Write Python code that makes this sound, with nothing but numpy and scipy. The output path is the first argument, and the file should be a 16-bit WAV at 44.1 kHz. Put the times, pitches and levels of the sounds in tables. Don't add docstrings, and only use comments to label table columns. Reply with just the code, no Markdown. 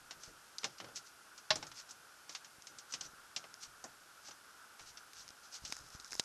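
import sys
import numpy as np
from scipy.fft import rfft, irfft, next_fast_len
from scipy.io import wavfile
from scipy.ndimage import map_coordinates

SR = 44100
rng = np.random.default_rng(int(sys.argv[2]) if len(sys.argv) > 2 else 0)


def to_wav(s):
    ch = np.atleast_2d(s).T
    pcm = np.round(np.clip(ch, -1, 1) * 32767)
    wavfile.write(sys.argv[1], SR, pcm.astype(np.int16))


N = 275184

# start_s, level_db, wood_gain_db, tilt_db_per_octave
FOOT_TAPS = [(0.109, -29, -23.5, 0), (0.2343, -33.5, -32, 6.5), (0.6328, -32, -15, -4),
             (0.6428, -18.5, -21, 0), (0.783, -36.5, -37, 1), (0.801, -30.5, -19.5, -6),
             (0.843, -37.5, -12, -4), (0.8848, -44.5, -9.5, -4), (0.9586, -28, -40, 7.5),
             (0.9668, -31.5, -29, 7), (1.3783, -36, -38, 3), (1.5565, -23, -19.5, 8.5),
             (1.6261, -29, -15, -0.5), (1.6679, -35.5, -30, 7.5), (1.7158, -36, -33, -2),
             (1.9078, -33, -30, 14), (2.2938, -32, -22, 1.5), (2.3495, -25.5, -52.5, -1),
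             (2.446, -36.5, -37.5, -0.5), (2.6699, -33, -32, 4), (2.7855, -32, -37, 6),
             (2.9228, -29.5, -31.5, 8.5), (2.9377, -21.5, -29, 1.5), (3.0096, -25.5, -27, 5.5),
             (3.3627, -21, -28.5, 2.5), (3.4405, -38, -17, -7), (3.8404, -32, -11.5, 13.5),
             (4.2838, -37, -14, 7), (4.309, -38, -21, -0.5), (4.794, -37, -20.5, -4),
             (4.9722, -33.5, -29.5, 1.5), (5.6506, -27, -28.5, 4.5)]
# start_s, level_db
TREAD_KNOCKS = [(1.5054, -12.5)]
# pitch_hz, level_db, t60_s
TREAD_MODES = [(625, 0, .1), (840, -8, .095), (1085, -3, .085), (1473, -8, .08), (1800, -14, .085),
               (2168, -8, .065), (2729, -12, .07), (3188, -7, .065), (3682, -6, .08), (3955, -5, .075),
               (4020, -6, .07), (4503, -10, .08), (4738, -11, .09), (4886, -10, .09), (5305, -8, .11),
               (5832, -12, .11)]
# start_s, boom_db, rumble_db
WEIGHT_THUDS = [(0.01, -76, -73), (.16, -68, -75), (0.28, -62.5, -72), (0.811, -54, -82), (0.884, -61, -82),
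                (2.701, -65.5, -87.5), (2.97, -78, -73), (3.05, -63.5, -71), (3.669, -80, -71),
                (4.801, -71, -69.5), (5.16, -80, -73), (5.79, -66.5, -66)]
# centre_s, half_length_s, level_db
SWISH_STROKES = [(0.246, 0.048, -58.5), (0.622, 0.025, -59.5), (0.974, 0.02, -48), (1.072, 0.0158, -57),
                 (1.787, 0.0322, -50.5), (1.899, 0.015, -56), (2.321, 0.028, -55.5), (2.91, 0.0207, -59),
                 (3.052, 0.0186, -52.5), (3.636, 0.025, -49), (4.271, 0.028, -54), (4.819, 0.025, -59),
                 (4.888, 0.026, -54.5), (5.195, 0.046, -54.5), (5.455, 0.029, -60), (5.553, 0.0264, -47),
                 (5.698, 0.0633, -54.5), (5.949, 0.022, -56)]
# start_s, level_db, body_gain_db, tilt_db_per_octave
GRIP_SLIPS = [(0.5838, -24.5, -41, -0.5), (0.5875, -29.5, -43, -4), (2.622, -37.5, -27, 4),
              (3.541, -33, -21, 4), (5.1335, -38, -20, 3), (5.279, -36.5, -27.5, -4),
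              (5.2893, -36, -21, -3), (5.305, -37.5, -30, -11), (5.7238, -22.5, -14, 4),
              (5.767, -32.5, -17.5, 7), (5.9996, -33.5, -21, 1), (6.0459, -33, -24.5, 0),
              (6.1216, -29.5, -16, 5), (6.131, -28.5, -12.5, 4), (6.143, -35, -18, 9),
              (6.1523, -28.5, -18, 3), (6.1966, -14, -20, -4.5)]
# time_s, level_db
RUB_ENVELOPE = [(5.6, -90), (5.68, -55), (5.73, -58), (5.88, -61.5), (6.0, -64), (6.09, -59), (6.14, -51.5),
                (6.24, -63.5)]
# start_s, level_db, time_constant_s
HAND_BUMPS = [(.277, -56.5, 0.002), (2.584, -58, 0.0009), (3.135, -56, 0.0008), (5.622, -57, 0.0032),
              (5.639, -50.5, 0.0022), (5.698, -51, 0.00076), (5.724, -52, 0.0005), (5.95, -47.5, 0.0016),
              (6.197, -34.5, 0.00047)]
# start_s, level_db
PULL_STRIKES = [(.587, -49), (1.38, -53), (2.693, -51.5), (2.92, -43), (3.058, -48), (4.313, -50.5)]
# pitch_hz, level_db, t60_s
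PULL_MODES = [(5320, -31, 0.11), (5964, -2, 0.069), (5920, -1, 0.074), (6640, -10, 0.093)]

# frequency_hz, level_db
SNAP_SPECTRUM = [(100, -44.5), (700, -13), (1500, -4), (2800, 0.5), (4000, -1), (4950, 2), (5320, 4),
                 (5650, 3), (6500, 0.5), (8200, -12.5), (9500, -22.5), (12500, -38)]
WOOD_SPECTRUM = [(80, -27), (200, -4), (350, -4), (550, -1.5), (800, 1), (1100, -4), (1800, -8.5),
                 (4000, -35)]
CRACK_SPECTRUM = [(60, -30.5), (300, -41), (600, -5), (1500, 3), (2800, 1), (4000, 6.5), (5500, 4),
                  (6500, -6), (8000, -21), (9500, -28), (12500, -30)]
BOOM_SPECTRUM = [(30, -29), (70, -16), (125, 2), (190, -2), (235, -14), (288, 0), (370, -7), (600, -8.5),
                 (1500, -41)]
RUMBLE_SPECTRUM = [(15, -5), (35, -11), (58, -3), (80, -8), (140, -6.5), (400, -52)]
CLOTH_SPECTRUM = [(100, -25), (800, -10.5), (2000, -6), (3500, -1.5), (5000, 4.5), (6000, 6.5), (7200, -2),
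                  (8500, -7.5), (10000, -22), (12500, -18)]
SHELL_SPECTRUM = [(200, -61), (2000, -28.5), (3300, -14.5), (3930, -4.5), (4450, -8.5), (4900, -1),
                  (5400, 0), (5850, -4), (6350, -2.5), (7000, -9), (8000, -14), (12500, -29)]
BODY_SPECTRUM = [(50, -26), (290, 0), (620, -6), (1000, 1.5), (1250, -5), (1650, 4.5), (2000, 3),
                 (2500, 1.5), (3200, -15), (6000, -25)]
HUM_SPECTRUM = [(600, -31), (1050, -9), (1280, -2.5), (1400, 1), (1550, -2), (1850, -14), (2600, -40)]
AIR_SPECTRUM = [(20, -28.5), (55, -5), (125, -3), (300, 0), (600, 1), (850, 4.5), (1150, -1), (1900, -1.5),
                (2800, -0.5), (4000, -2.5), (5200, 0.5), (7600, -3.5), (10000, -5), (12500, -6)]

RUMBLE_T60_S = 0.81


def foot_taps(snap_t60_s=0.072, boom_db=-24.5, boom_coupling=0.65):
    out = np.zeros(N)
    for start, db, wood_db, tilt in FOOT_TAPS:
        contact = amp(-10) * burst(SNAP_SPECTRUM, t60=0.011, direct=2.3, tilt=tilt)
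        snap = amp(-13.5) * burst(SNAP_SPECTRUM, snap_t60_s, direct=4.0, linger_db=-26, tilt=tilt)
        wood = amp(wood_db - 3.5) * burst(WOOD_SPECTRUM, t60=0.13, direct=1.3, linger_db=-38)
        boom = amp(boom_db + boom_coupling * wood_db) * burst(BOOM_SPECTRUM, t60=0.325, direct=2.6)
        attack = 1 - np.exp(-np.arange(len(snap)) / SR / 0.00043)
        add(out, start, amp(db) * attack * (contact + snap + wood + boom))
    return out


def tread_knock():
    out = np.zeros(N)
    for start, db in TREAD_KNOCKS:
        tread = amp(-14) * ring(TREAD_MODES, blur_cycles=0.03)
        crack = amp(-11.5) * burst(CRACK_SPECTRUM, t60=0.069, direct=4, linger_db=-24.5)
        frame = amp(-37) * burst(WOOD_SPECTRUM, t60=0.12)
        boom = amp(-38) * burst(BOOM_SPECTRUM, t60=0.512, tilt=-0.6)
        shudder = amp(-49.5) * burst(RUMBLE_SPECTRUM, RUMBLE_T60_S)
        add(out, start, amp(db) * (tread + crack + frame + boom + shudder))
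        chatter = amp(db - 12) * burst(SNAP_SPECTRUM, t60=0.0165)
        add(out, start + 0.0022, chatter)
    return out


def weight_thuds():
    out = np.zeros(N)
    for start, boom_db, rumble_db in WEIGHT_THUDS:
        boom = amp(boom_db) * burst(BOOM_SPECTRUM, t60=0.357, tilt=1.2)
        shudder = amp(rumble_db) * burst(RUMBLE_SPECTRUM, RUMBLE_T60_S)
        add(out, start, boom + shudder)
    return out


def cloth_swishes(grain_db=2.0):
    out, t = np.zeros(N), np.arange(SR // 2) / SR
    middle = t.mean()
    for centre, half_length, db in SWISH_STROKES:
        fibres = amp(grain_db * wobble(500, size=len(t))) * rng.standard_normal(len(t))
        stroke = amp(db) * np.exp(-((t - middle) / half_length) ** 2)
        add(out, centre - middle, stroke * unit(tint(fibres, CLOTH_SPECTRUM, tilt=0.66)))
    return out


def pull_tinkles():
    out = np.zeros(N)
    for start, db in PULL_STRIKES:
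        add(out, start, amp(db) * ring(PULL_MODES))
    return out


def grip_clicks(slip_at_0_db_s=0.002, length_exponent=0.17):
    out, t = np.zeros(N), np.arange(SR // 20) / SR
    for start, db, body_db, tilt in GRIP_SLIPS:
        slip_s = slip_at_0_db_s * amp(length_exponent * db)
        slip = np.exp(-(t / slip_s) ** 4) + amp(-11.5 - 2000 * t)
        shell = unit(tint(slip * rng.standard_normal(len(t)), SHELL_SPECTRUM, tilt))
        body = unit(tint(slip * rng.standard_normal(len(t)), BODY_SPECTRUM))
        add(out, start, amp(db) * rms(slip) * (amp(-10) * shell + amp(body_db) * body))
    return out


def finger_rub(catch_db=4, ticks_per_s=70):
    skin = unit(amp(catch_db * wobble(320)) * rng.standard_normal(N))
    tick_onsets = rng.random(N) < ticks_per_s / SR
    ticks = unit(tick_onsets * (2 * rng.random(N) - 1))
    shell = unit(tint(skin + amp(-1) * ticks, SHELL_SPECTRUM, tilt=3.8))
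    return amp(curve(RUB_ENVELOPE)) * (shell + amp(-19) * noise(RUMBLE_SPECTRUM))


def hand_bumps():
    out, t = np.zeros(N), np.arange(SR // 8) / SR
    for start, db, time_constant in HAND_BUMPS:
        age = t / time_constant
        add(out, start, amp(db + 9.5) * age * (2 - age) * np.exp(-age))
    return out


def cabin_background(hum_db=-64, drift_db=0.8, flutter_db=1.56):
    rumble = amp(-91.5 + 3.3 * wobble(2.83)) * noise(RUMBLE_SPECTRUM)
    hum = amp(hum_db + drift_db * wobble(2.674) + flutter_db * wobble(36)) * noise(HUM_SPECTRUM)
    air = amp(-61.5) * noise(AIR_SPECTRUM)
    return hum + air + rumble


def burst(spectrum, t60, direct=0, linger_db=-60, tilt=0):
    t = np.arange(SR * 2 // 3) / SR
    decay = amp(-60 * t / t60) + amp(linger_db - 130 * t)
    echoes = decay * rng.standard_normal(len(t))
    echoes[0] += direct
    return unit(tint(echoes, spectrum, tilt)) * rms(decay)


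def ring(modes, blur_cycles=0):
    t = np.arange(SR * 2 // 3) / SR
    out = np.zeros(len(t))
    for hz, db, t60 in modes:
        phase = hz * t + rng.random() + blur_cycles * wobble(71, size=len(t))
        decay = amp(db + rng.normal() - 60 * t / t60)
        out += decay * np.sin(2 * np.pi * phase)
    attack = 1 - np.exp(-t / 0.0015)
    return out * attack


def tint(x, spectrum, tilt=0):
    size = 2 * next_fast_len(len(x))
    hz, db = np.transpose(spectrum)
    tilted_db = db + tilt * np.log2(hz / hz[-1])
    bin_db = np.interp(np.log(np.fft.rfftfreq(size, 1 / SR) + 1), np.log(hz), tilted_db)
    cepstrum = irfft(np.log(amp(bin_db)))
    cepstrum[1:size // 2] *= 2
    cepstrum[size // 2 + 1:] = 0
    return irfft(rfft(x, size) * np.exp(rfft(cepstrum)))[:len(x)]


def noise(spectrum):
    return unit(tint(rng.standard_normal(N), spectrum))


def wobble(hz, size=N):
    knots = rng.standard_normal(int(size * hz / SR) + 4)
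    return map_coordinates(knots, [np.arange(size) * hz / SR])


def amp(db):
    return 10 ** (np.asarray(db) / 20)


def rms(x):
    return np.sqrt(np.mean(x ** 2) + 1e-20)


def unit(x):
    return x / rms(x)


def curve(rows):
    return np.interp(np.arange(N) / SR, *np.transpose(rows))


def add(track, start_s, sound):
    part = track[max(round(start_s * SR), 0):][:len(sound)]
    part += sound[:len(part)]


def scene():
    descent = foot_taps() + tread_knock() + weight_thuds() + cloth_swishes() + pull_tinkles()
    handling = grip_clicks() + finger_rub() + hand_bumps()
    mono = descent + handling + cabin_background()
    return np.array([mono, mono])


def record(dry, cutoff_hz=12650, transition_hz=300):
    size = next_fast_len(N + SR // 2)
    hz = np.fft.rfftfreq(size, 1 / SR)
    passband = np.clip((cutoff_hz - hz) / transition_hz + 0.5, 0, 1)
    return irfft(rfft(dry, size) * passband, size)[:, :N]


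dry = scene()
out = record(dry)
to_wav(out)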